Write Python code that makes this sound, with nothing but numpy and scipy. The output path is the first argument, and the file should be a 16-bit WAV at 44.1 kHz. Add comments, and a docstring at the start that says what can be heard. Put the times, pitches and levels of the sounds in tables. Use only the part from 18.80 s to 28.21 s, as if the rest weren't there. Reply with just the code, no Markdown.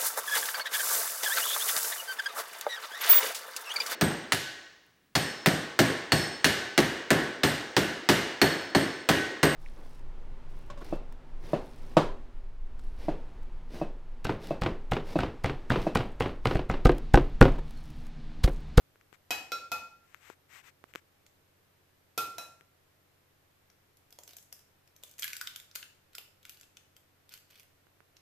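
"""An appliance hums in a bare, quiet room; fingers click and slide on a hand-held camera.
An egg is tapped on the rim of a glass bowl, three times, then twice more: the shell cracks, the glass rings.
Thumbs press into the dent and the shell splits with a run of snaps.
The egg drops out with a plop; the wet, hollow halves are worked and shaken."""
import sys
import numpy as np
from scipy import signal
from scipy.fft import rfft, irfft
from scipy.io import wavfile

SR = 44100
rng = np.random.default_rng(int(sys.argv[2]) if len(sys.argv) > 2 else 0)


def inscribe(sig):
    """Save sig as 16-bit PCM at rate SR to the path in sys.argv[1].

    A 1-D sig is mono; a 2-D sig holds one channel per row.
    Samples are clipped to [-1, 1] before scaling.
    """
    pcm = np.round(np.clip(np.atleast_2d(sig).T, -1, 1) * 32767)
    wavfile.write(sys.argv[1], SR, pcm.astype(np.int16))


N = 414981

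# egg on the rim: start_s, crack_db, treble_db, knock_db, knock_hz, crush_db
TAPS = [(0.5066, -29.5, -36, -31, 810, -31.5), (0.719, -33, -41.5, -39.5, 540, -70),
        (0.9175, -32.5, -37.5, -35.5, 740, -72), (3.3775, -31, -32, -34.5, 513, -36),
        (3.583, -40, -38.5, -42, 640, -65)]
# spectra of the shell's body and of a running crack: freq_hz, gain_db
SHELL = [(100, -29), (450, -23), (900, -17), (1450, -5), (2000, -5), (2800, 0), (3400, -0.5), (4100, -3),
         (5100, -3), (7000, -7), (9000, -15.5), (14000, -45)]
SPLINTER = [(2000, -32.5), (5500, -3.5), (7500, -1), (9500, -7.5), (11500, -2), (14400, 1), (16000, -5.5)]
# thumb squeezes: start_s, length_s, crumble_db, chip_db
SQUEEZES = [(5.469, 0.1, -64.5, -54), (6.21, .16, -67, -61), (6.378, 0.19, -53.5, -48.5),
            (6.59, .21, -59, -60), (6.947, 0.1, -58, -62), (7.313, 0.11, -72, -61),
            (7.608, 0.25, -66.5, -61.5), (8.499, 0.086, -56.5, -56), (8.681, 0.16, -62, -61.5)]
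SPLIT_S, SPLIT_LENGTH_S = 6.41, 0.061


def amp(db):
    """Decibels to gain."""
    return 10 ** (np.asarray(db) / 20)


def unit(x):
    """Scale to rms 1."""
    return x / np.sqrt(np.mean(x ** 2) + 1e-20)


def read(points, hz):
    """Interpolate a table over log frequency."""
    freq_hz, value = np.transpose(points)
    return np.interp(np.log(hz + 1), np.log(freq_hz), value)


def add(mix, start_s, sound):
    """Mix a sound in at start_s."""
    part = mix[:, round(start_s * SR):][:, :sound.shape[-1]]
    part += sound[:, :part.shape[1]]


def pan(left_db):
    """Stereo gains for a left-over-right level."""
    return amp([[left_db / 2], [-left_db / 2]])


def sized(click, level_db, window_s=.004):
    """Give a click the energy of level_db held for window_s."""
    return amp(level_db) * unit(click) * np.sqrt(window_s * SR / click.shape[1])


def arches(strokes, peak_share, exponent):
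    """Envelope: each stroke swells and lets go."""
    gain = np.zeros((1, N))
    for start_s, length_s, level_db, *_ in strokes:
        progress = np.linspace(0, 1, round(length_s * SR))
        skewed = np.interp(progress, [0, peak_share, 1], [0, .5, 1])
        add(gain, start_s, amp(level_db) * abs(np.sin(np.pi * skewed[None])) ** exponent)
    return gain


def colour(x, spectrum, peak_hz=1000, peak_db=0, width_share=.2, size=2048):
    """Minimum-phase filter: a spectrum plus one resonance."""
    hz = np.fft.rfftfreq(size, 1 / SR)
    gain_db = read(spectrum, hz) + peak_db / (1 + ((hz / peak_hz - 1) / width_share) ** 2)
    cepstrum = irfft(np.log(amp(gain_db)))
    cepstrum[1:size // 2] *= 2
    cepstrum[size // 2 + 1:] = 0
    impulse = irfft(np.exp(rfft(cepstrum)))
    return signal.fftconvolve(x, impulse[None], axes=1)[:, :x.shape[1]]


def noise_pair(spectrum, correlation, size):
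    """Coloured stereo noise, left-right correlation set by frequency."""
    hz = np.fft.rfftfreq(size, 1 / SR)
    left, other = rfft(rng.standard_normal((2, size)))
    same = read(correlation, hz)
    right = same * left + np.sqrt(1 - same ** 2) * other
    return irfft(np.array([left, right]) * amp(read(spectrum, hz)), size)


def grains(rate_per_s, spread_db, size):
    """Sparse tiny clicks of uneven size."""
    heights = amp(spread_db * np.minimum(rng.exponential(1, size), 3)) * rng.choice([-1, 1], size)
    return unit(heights * (rng.random(size) < rate_per_s / SR))


def burst(decay_s, ragged, stereo, size=2048):
    """A sudden release, then fast-dying chatter."""
    t = np.arange(size) / SR
    noise = rng.standard_normal(size) + stereo * rng.standard_normal((2, size))
    chatter = unit(noise * np.exp(-t / decay_s)) / np.sqrt(size)
    return (t == 0) + ragged * chatter


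def background(air_db=-67):
    """Still air and a steady appliance hum."""
    # hum partials: pitch_hz, level_db
    partials = [(74, -86), (90, -76), (101, -86.5), (116, -90), (127, -88.5), (139.5, -80.5), (187, -85.5),
                (278, -86), (545, -109.5)]
    # air noise: freq_hz, gain_db
    air = [(20, 2), (60, -7.5), (120, -1), (240, -5), (350, -1), (550, -2.5), (900, -6.5), (1800, -7.5),
           (4000, -13.5), (7000, -17.5), (9500, -19), (13900, -13), (16000, -30)]
    # left-right likeness: freq_hz, correlation
    air_likeness = [(60, 0.66), (180, 0.46), (550, 0.073), (1650, 0.06), (4970, 0.017), (15000, 0.02)]
    t, knots_s = np.arange(N) / SR, np.linspace(0, N / SR, num=30)
    hum = np.zeros(N)
    for pitch_hz, level_db in partials:
        drift_rad = .5 * np.interp(t, knots_s, rng.standard_normal(len(knots_s)))
        hum += amp(level_db) * np.sqrt(2) * np.sin(2 * np.pi * (pitch_hz * t + rng.random()) + drift_rad)
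    return amp(air_db) * unit(noise_pair(air, air_likeness, N)) + hum


def handling():
    """Fingers slide near the left port, click and bump; the camera's case carries the sound."""
    # finger touches: start_s, click_db, bump_db, left_db
    touches = [(0.158, -73, -58.5, 1), (.2122, -56, -69, 16), (0.3286, -55, -48, 35),
               (1.3457, -40.5, -69, 27), (1.501, -57, -40, 15), (2.0406, -83, -43.5, -16),
               (2.138, -43.5, -56, 25), (2.152, -44.5, -40, -15), (2.1579, -36.5, -36.5, 8),
               (3.81, -53.5, -60, 25), (9.069, -70, -60, -18), (9.2049, -62.5, -54.5, -26)]
    # finger slides: start_s, length_s, level_db
    slides = [(.322, 0.039, -66), (1.22, .22, -74), (1.4, 0.15, -63), (1.685, 0.14, -59.5),
              (1.825, 0.085, -62), (2.075, 0.048, -72), (2.135, 0.069, -66.5)]
    # spectra: freq_hz, gain_db
    skin = [(100, -29), (700, -11.5), (1300, -1.5), (2200, 0.5), (3200, -7.5), (4500, -14), (8000, -10.5),
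            (9700, -25), (11500, -17.5), (15000, -17.5)]
    case_click = [(100, -24), (700, -13.5), (1300, 5.5), (2200, 6), (3200, 0), (4500, -14), (8000, -10.5),
                  (10000, -27), (15000, -13)]
    case_bump = [(30, -19), (120, -4.5), (400, 6), (800, -1.5), (1500, 2.5), (5000, -25.5)]
    rub = grains(5000, 0.55, N) + 0.35 * rng.standard_normal((2, N))
    out = arches(slides, peak_share=0.6, exponent=0.85) * unit(colour(rub, skin)) * pan(23.8)
    for start_s, click_db, bump_db, left_db in touches:
        click = colour(burst(decay_s=0.00017, ragged=0.99, stereo=1), case_click)
        bump = colour(burst(decay_s=0.0023, ragged=0.3, stereo=0.08), case_bump)
        add(out, start_s, unit(pan(left_db)) * (sized(click, click_db) + sized(bump, bump_db)))
    return out


def splinter(rise_s, decay_s, stereo, size=2048):
    """A crack runs through the shell: a brief fizz."""
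    t = np.arange(size) / SR
    fizz = rng.standard_normal(size) + stereo * rng.standard_normal((2, size))
    return colour(fizz * (1 - np.exp(-t / rise_s)) * np.exp(-t / decay_s), SPLINTER)


def crumbs(rate_per_s, treble_db, size):
    """Many tiny breaks, each sounding the shell."""
    onsets = grains(rate_per_s, 1, size)[None]
    breaks = signal.fftconvolve(onsets, burst(decay_s=0.0014, ragged=0.6, stereo=1), axes=1)[:, :size]
    return unit(unit(colour(breaks, SHELL)) + amp(treble_db) * unit(colour(breaks, SPLINTER)))


def taps():
    """Each blow cracks the shell, knocks the bowl on the table and crushes a small dent."""
    out, t = np.zeros((2, N)), np.arange(SR // 5) / SR
    for start_s, crack_db, treble_db, knock_db, knock_hz, crush_db in TAPS:
        crack = colour(burst(decay_s=0.0042, ragged=1.86, stereo=1), SHELL)
        fizz = splinter(rise_s=0.0002, decay_s=0.0008, stereo=1.3)
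        add(out, start_s, sized(crack, crack_db) + sized(fizz, treble_db))
        add(out, start_s, sized(knock(knock_hz), knock_db + 1.5))
        dent = crumbs(1700, treble_db - crack_db, len(t)) * np.exp(-t / 0.017)
        add(out, start_s, amp(crush_db) * dent)
    return out


def knock(pitch_hz):
    """The bowl on the table: a thud with one resonance."""
    # thud spectrum: freq_hz, gain_db
    thud = [(30, -28), (90, -9), (140, -12), (230, -17), (300, -7), (370, -8.5), (480, -3), (750, 3),
            (1100, -5), (2000, -22.5), (6000, -70)]
    blow = burst(decay_s=0.0024, ragged=0.92, stereo=0.08)
    return colour(blow, thud, peak_hz=pitch_hz, peak_db=9, width_share=.17)


def bowl(twin_lag_rad=1.45):
    """Twin glass modes beat as they die; the egg's next touch damps the ring."""
    # glass modes: pitch_hz, twin_offset_hz, twin_gain, t60_s, left_db
    modes = [(508, 9, .5, .5, -2), (1365, 9.8, 1, .56, -2), (2531, 15, .7, .41, 4), (3962, -12, .6, .29, 0),
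             (5527, -22, .5, .27, -2), (7190, 20, .5, .24, 0), (10805, -25, .5, .19, 0),
             (13062, -20, .5, .17, 0)]
    # spot struck, per tap: mode1_db, mode2_db, mode3_db, mode4_db, mode5_db, higher_db
    spots = [(-67, -49.5, -30, -36, -51, -51), (-49.5, -33.5, -39, -35.5, -38, -58),
             (-50, -35, -32.5, -49, -74, -49), (-61, -27.5, -40.5, -42, -62, -56),
             (-58.5, -41.5, -48.5, -40, -48, -67)]
    # twin excitation, per tap: lowest_two_share, others_share
    twins = [(.3, .2), (.85, .3), (1, .25), (.12, .9), (.25, .6)]
    out, t = np.zeros((2, N)), np.arange(SR) / SR
    swell = 1 - .5 * np.exp(-t / 0.0033)
    starts_s = [tap[0] for tap in TAPS]
    nexts_s = starts_s[1:] + [np.inf]
    for start_s, next_s, mode_db, (low_share, high_share) in zip(starts_s, nexts_s, spots, twins):
        damping = np.where(start_s + t < next_s, 1, .6)
        for k, (pitch_hz, offset_hz, twin_gain, t60_s, left_db) in enumerate(modes):
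            share = low_share if k < 2 else high_share
            twin = np.sin(2 * np.pi * (pitch_hz + offset_hz) * t - twin_lag_rad)
            pair = np.sin(2 * np.pi * pitch_hz * t) + share * twin_gain * twin
            envelope = swell * damping * np.exp(-np.log(1000) * t / t60_s)
            add(out, start_s, pan(left_db) * amp(mode_db[min(k, 5)]) * pair * envelope)
    return out


def room(x, size=32768):
    """Dense tail from bare walls; treble dies first."""
    # tail spectrum: freq_hz, gain_db
    walls = [(60, -0.5), (250, 5.5), (600, -3), (1400, 3), (3000, -1.5), (6000, -0.5), (10000, 3),
             (14500, 3)]
    # tail decay: freq_hz, t60_s
    decay = [(150, 0.77), (600, 0.52), (1500, 0.45), (4000, .46), (8000, 0.44), (14500, 0.3)]
    # left-right likeness: freq_hz, correlation
    likeness = [(100, 0.95), (500, 0.75), (1200, 0.29), (2500, 0), (15000, 0)]
    hz, frame_s, bands = signal.stft(noise_pair(walls, likeness, size), SR, nperseg=256)
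    fade = np.exp(-np.log(1000) * frame_s / read(decay, hz)[:, None])
    tail = signal.istft(bands * fade, SR, nperseg=256)[1]
    t = np.arange(tail.shape[1]) / SR
    tail *= np.clip(t / 0.0026, 0, 1) * (1 + 1.68 * np.exp(-t / 0.0042))  # table and near wall first
    return signal.fftconvolve(x, tail / np.linalg.norm(tail[0]), axes=1)[:, :N]


def opened(time_s):
    """How far the shell has parted, 0-1."""
    return np.clip((time_s - SPLIT_S) / SPLIT_LENGTH_S + .5, 0, 1)


def snap(start_s, level_db, pitch_hz, treble_db):
    """A fragment rings, the crack fizzes, the egg pops along: faintly once split."""
    release = burst(decay_s=0.0014, ragged=2, stereo=0.86)
    fragment = colour(release, SHELL, peak_hz=pitch_hz, peak_db=11, width_share=.18)
    fizz = splinter(rise_s=0.00028, decay_s=0.001, stereo=1.9)
    pop_db = level_db - 12 - 25 * opened(start_s)
    return sized(fragment, level_db) + sized(fizz, level_db + treble_db) + pop(pop_db)


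def pop(level_db):
    """Dull, wet sound of the egg's contents."""
    # pop spectrum: freq_hz, gain_db
    contents = [(40, -23), (200, -28), (400, 1), (600, 8), (850, 2), (1500, -19.5), (5000, -87)]
    return sized(colour(burst(decay_s=0.0065, ragged=0.77, stereo=0.2), contents), level_db)


def chips(count=12, gap_s=0.027, centre_hz=3900, spread_octaves=0.49):
    """Small chips break off at random while a squeeze lasts."""
    out = np.zeros((2, N))
    for start_s, length_s, _, chip_db in SQUEEZES:
        times_s = start_s + gap_s * (np.arange(count) + rng.random(count))
        for time_s, (scatter_db, detune) in zip(times_s, rng.standard_normal((count, 2))):
            pitch_hz = centre_hz * 2 ** (spread_octaves * detune)
            chip = snap(time_s, chip_db - scatter_db, pitch_hz, treble_db=1)
            add(out, time_s, chip * (time_s < start_s + length_s))
    return out


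def shell(lead_s=.008):
    """The shell crumbles under the thumbs, snaps and sheds crumbs; the contents plop."""
    # clear snaps: start_s, level_db, pitch_hz, treble_db
    snaps = [(2.465, -58, 6230, -4), (4.9008, -60, 5740, -10), (5.1705, -69, 4930, 10.5),
             (5.3062, -62.5, 6760, 4), (5.326, -51.5, 4930, -0.5), (5.388, -48, 7000, 1.5),
             (5.4353, -54, 6340, 5), (5.4775, -49.5, 6100, 1.5), (5.5676, -52, 5600, 11),
             (5.585, -54, 5300, -1), (5.627, -67, 5250, 12), (5.7266, -47, 5600, 7),
             (5.793, -61.5, 5730, 0), (6.076, -62, 5440, -3), (6.1638, -60, 5670, 5),
             (6.2358, -45.5, 3420, 4.5), (6.313, -64.5, 5600, 12.5), (6.3827, -58, 2970, 11),
             (6.395, -46, 6150, 11), (6.423, -36.5, 5150, 3.5), (6.4309, -32, 3350, -5),
             (6.443, -34.5, 1980, 3.5), (6.4793, -38.5, 2520, -2), (6.532, -36, 2280, -1.5),
             (6.567, -41.5, 5100, 4), (6.6128, -36, 1390, 0.5), (6.673, -33.5, 3360, -7),
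             (6.7608, -40, 3520, 0), (6.8, -48, 3560, -1), (6.913, -53.5, 5200, -9), (6.9538, -44, 2900, 9),
             (6.958, -37.5, 3900, 3), (7.0283, -41, 3070, -17), (7.3515, -41.5, 5460, 1),
             (7.383, -39.5, 2880, -2), (7.6524, -46.5, 2770, -5), (7.695, -49.5, 2900, 8),
             (7.8117, -54, 7000, 2), (7.832, -54, 2790, -11), (7.9703, -47.5, 2950, -13),
             (8.1658, -57.5, 3460, 3.5), (8.4923, -56.5, 3750, 3.5), (8.5388, -45, 4760, 0),
             (8.7973, -55, 2460, 3.5), (9.368, -53.5, 5900, -12)]
    # thumbs break in, egg drops, last blob of white follows: start_s, level_db
    plops = [(5.387, -49.5), (6.955, -54), (7.383, -56)]
    crumbling = arches(SQUEEZES, peak_share=0.34, exponent=1) * crumbs(450, -5.5, N)
    out = crumbling + chips()
    t = np.arange(2048)[None] / SR
    flurry = np.exp(-abs(t - lead_s) / 0.0026)  # tiny breaks before and after a snap
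    shedding = np.zeros((1, N))
    for start_s, level_db, pitch_hz, treble_db in snaps:
        add(out, start_s, snap(start_s, level_db, pitch_hz, treble_db))
        add(shedding, start_s - lead_s, amp(level_db) * flurry)
    out += amp(-7.5) * shedding * crumbs(3300, -7, N)
    for start_s, level_db in plops:
        add(out, start_s, pop(level_db))
    return out


def hollow(x, start_hz=1800, end_hz=1420, sink_s=0.1, width_hz=140, fade_db_per_s=7.5):
    """Air in the parted halves resonates, sinking and fading as they empty."""
    t = np.arange(N) / SR
    since_s = np.maximum(t - SPLIT_S, 0)
    pitch_hz = end_hz + (start_hz - end_hz) * np.exp(-since_s / sink_s)
    drive = x * opened(t) * amp(5 - fade_db_per_s * since_s)
    # gliding resonance: shift to 0 Hz, low-pass, shift back
    carrier = np.exp(2j * np.pi * np.cumsum(pitch_hz) / SR)
    pole = np.exp(-np.pi * width_hz / SR)
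    baseband = signal.lfilter([1 - pole], [1, -pole], drive / carrier + 1e-18)
    return 2 * (carrier * baseband).real


def scene():
    """Egg and bowl sound in the room; the handling stays dry."""
    blows, ring, breaking = taps(), bowl(), shell()
    egg = breaking + hollow(breaking)
    reverb = room(amp(5) * blows + amp(-15) * ring + amp(-0.6) * egg)
    return blows + ring + egg + reverb + handling() + background()


def record(dry, edge_hz=16450):
    """Top-treble roll-off, then the band limit."""
    # microphone response: freq_hz, gain_db
    microphone = [(20, -2), (14400, -2), (14900, -15), (16300, -33)]
    hz = np.fft.rfftfreq(N, 1 / SR)
    heard = irfft(rfft(dry) * amp(read(microphone, hz)), N)
    band_limit = signal.firwin(511, edge_hz, window=("kaiser", 9), fs=SR)
    return signal.oaconvolve(heard, band_limit[None], "same")


dry = scene()
out = record(dry)
inscribe(out)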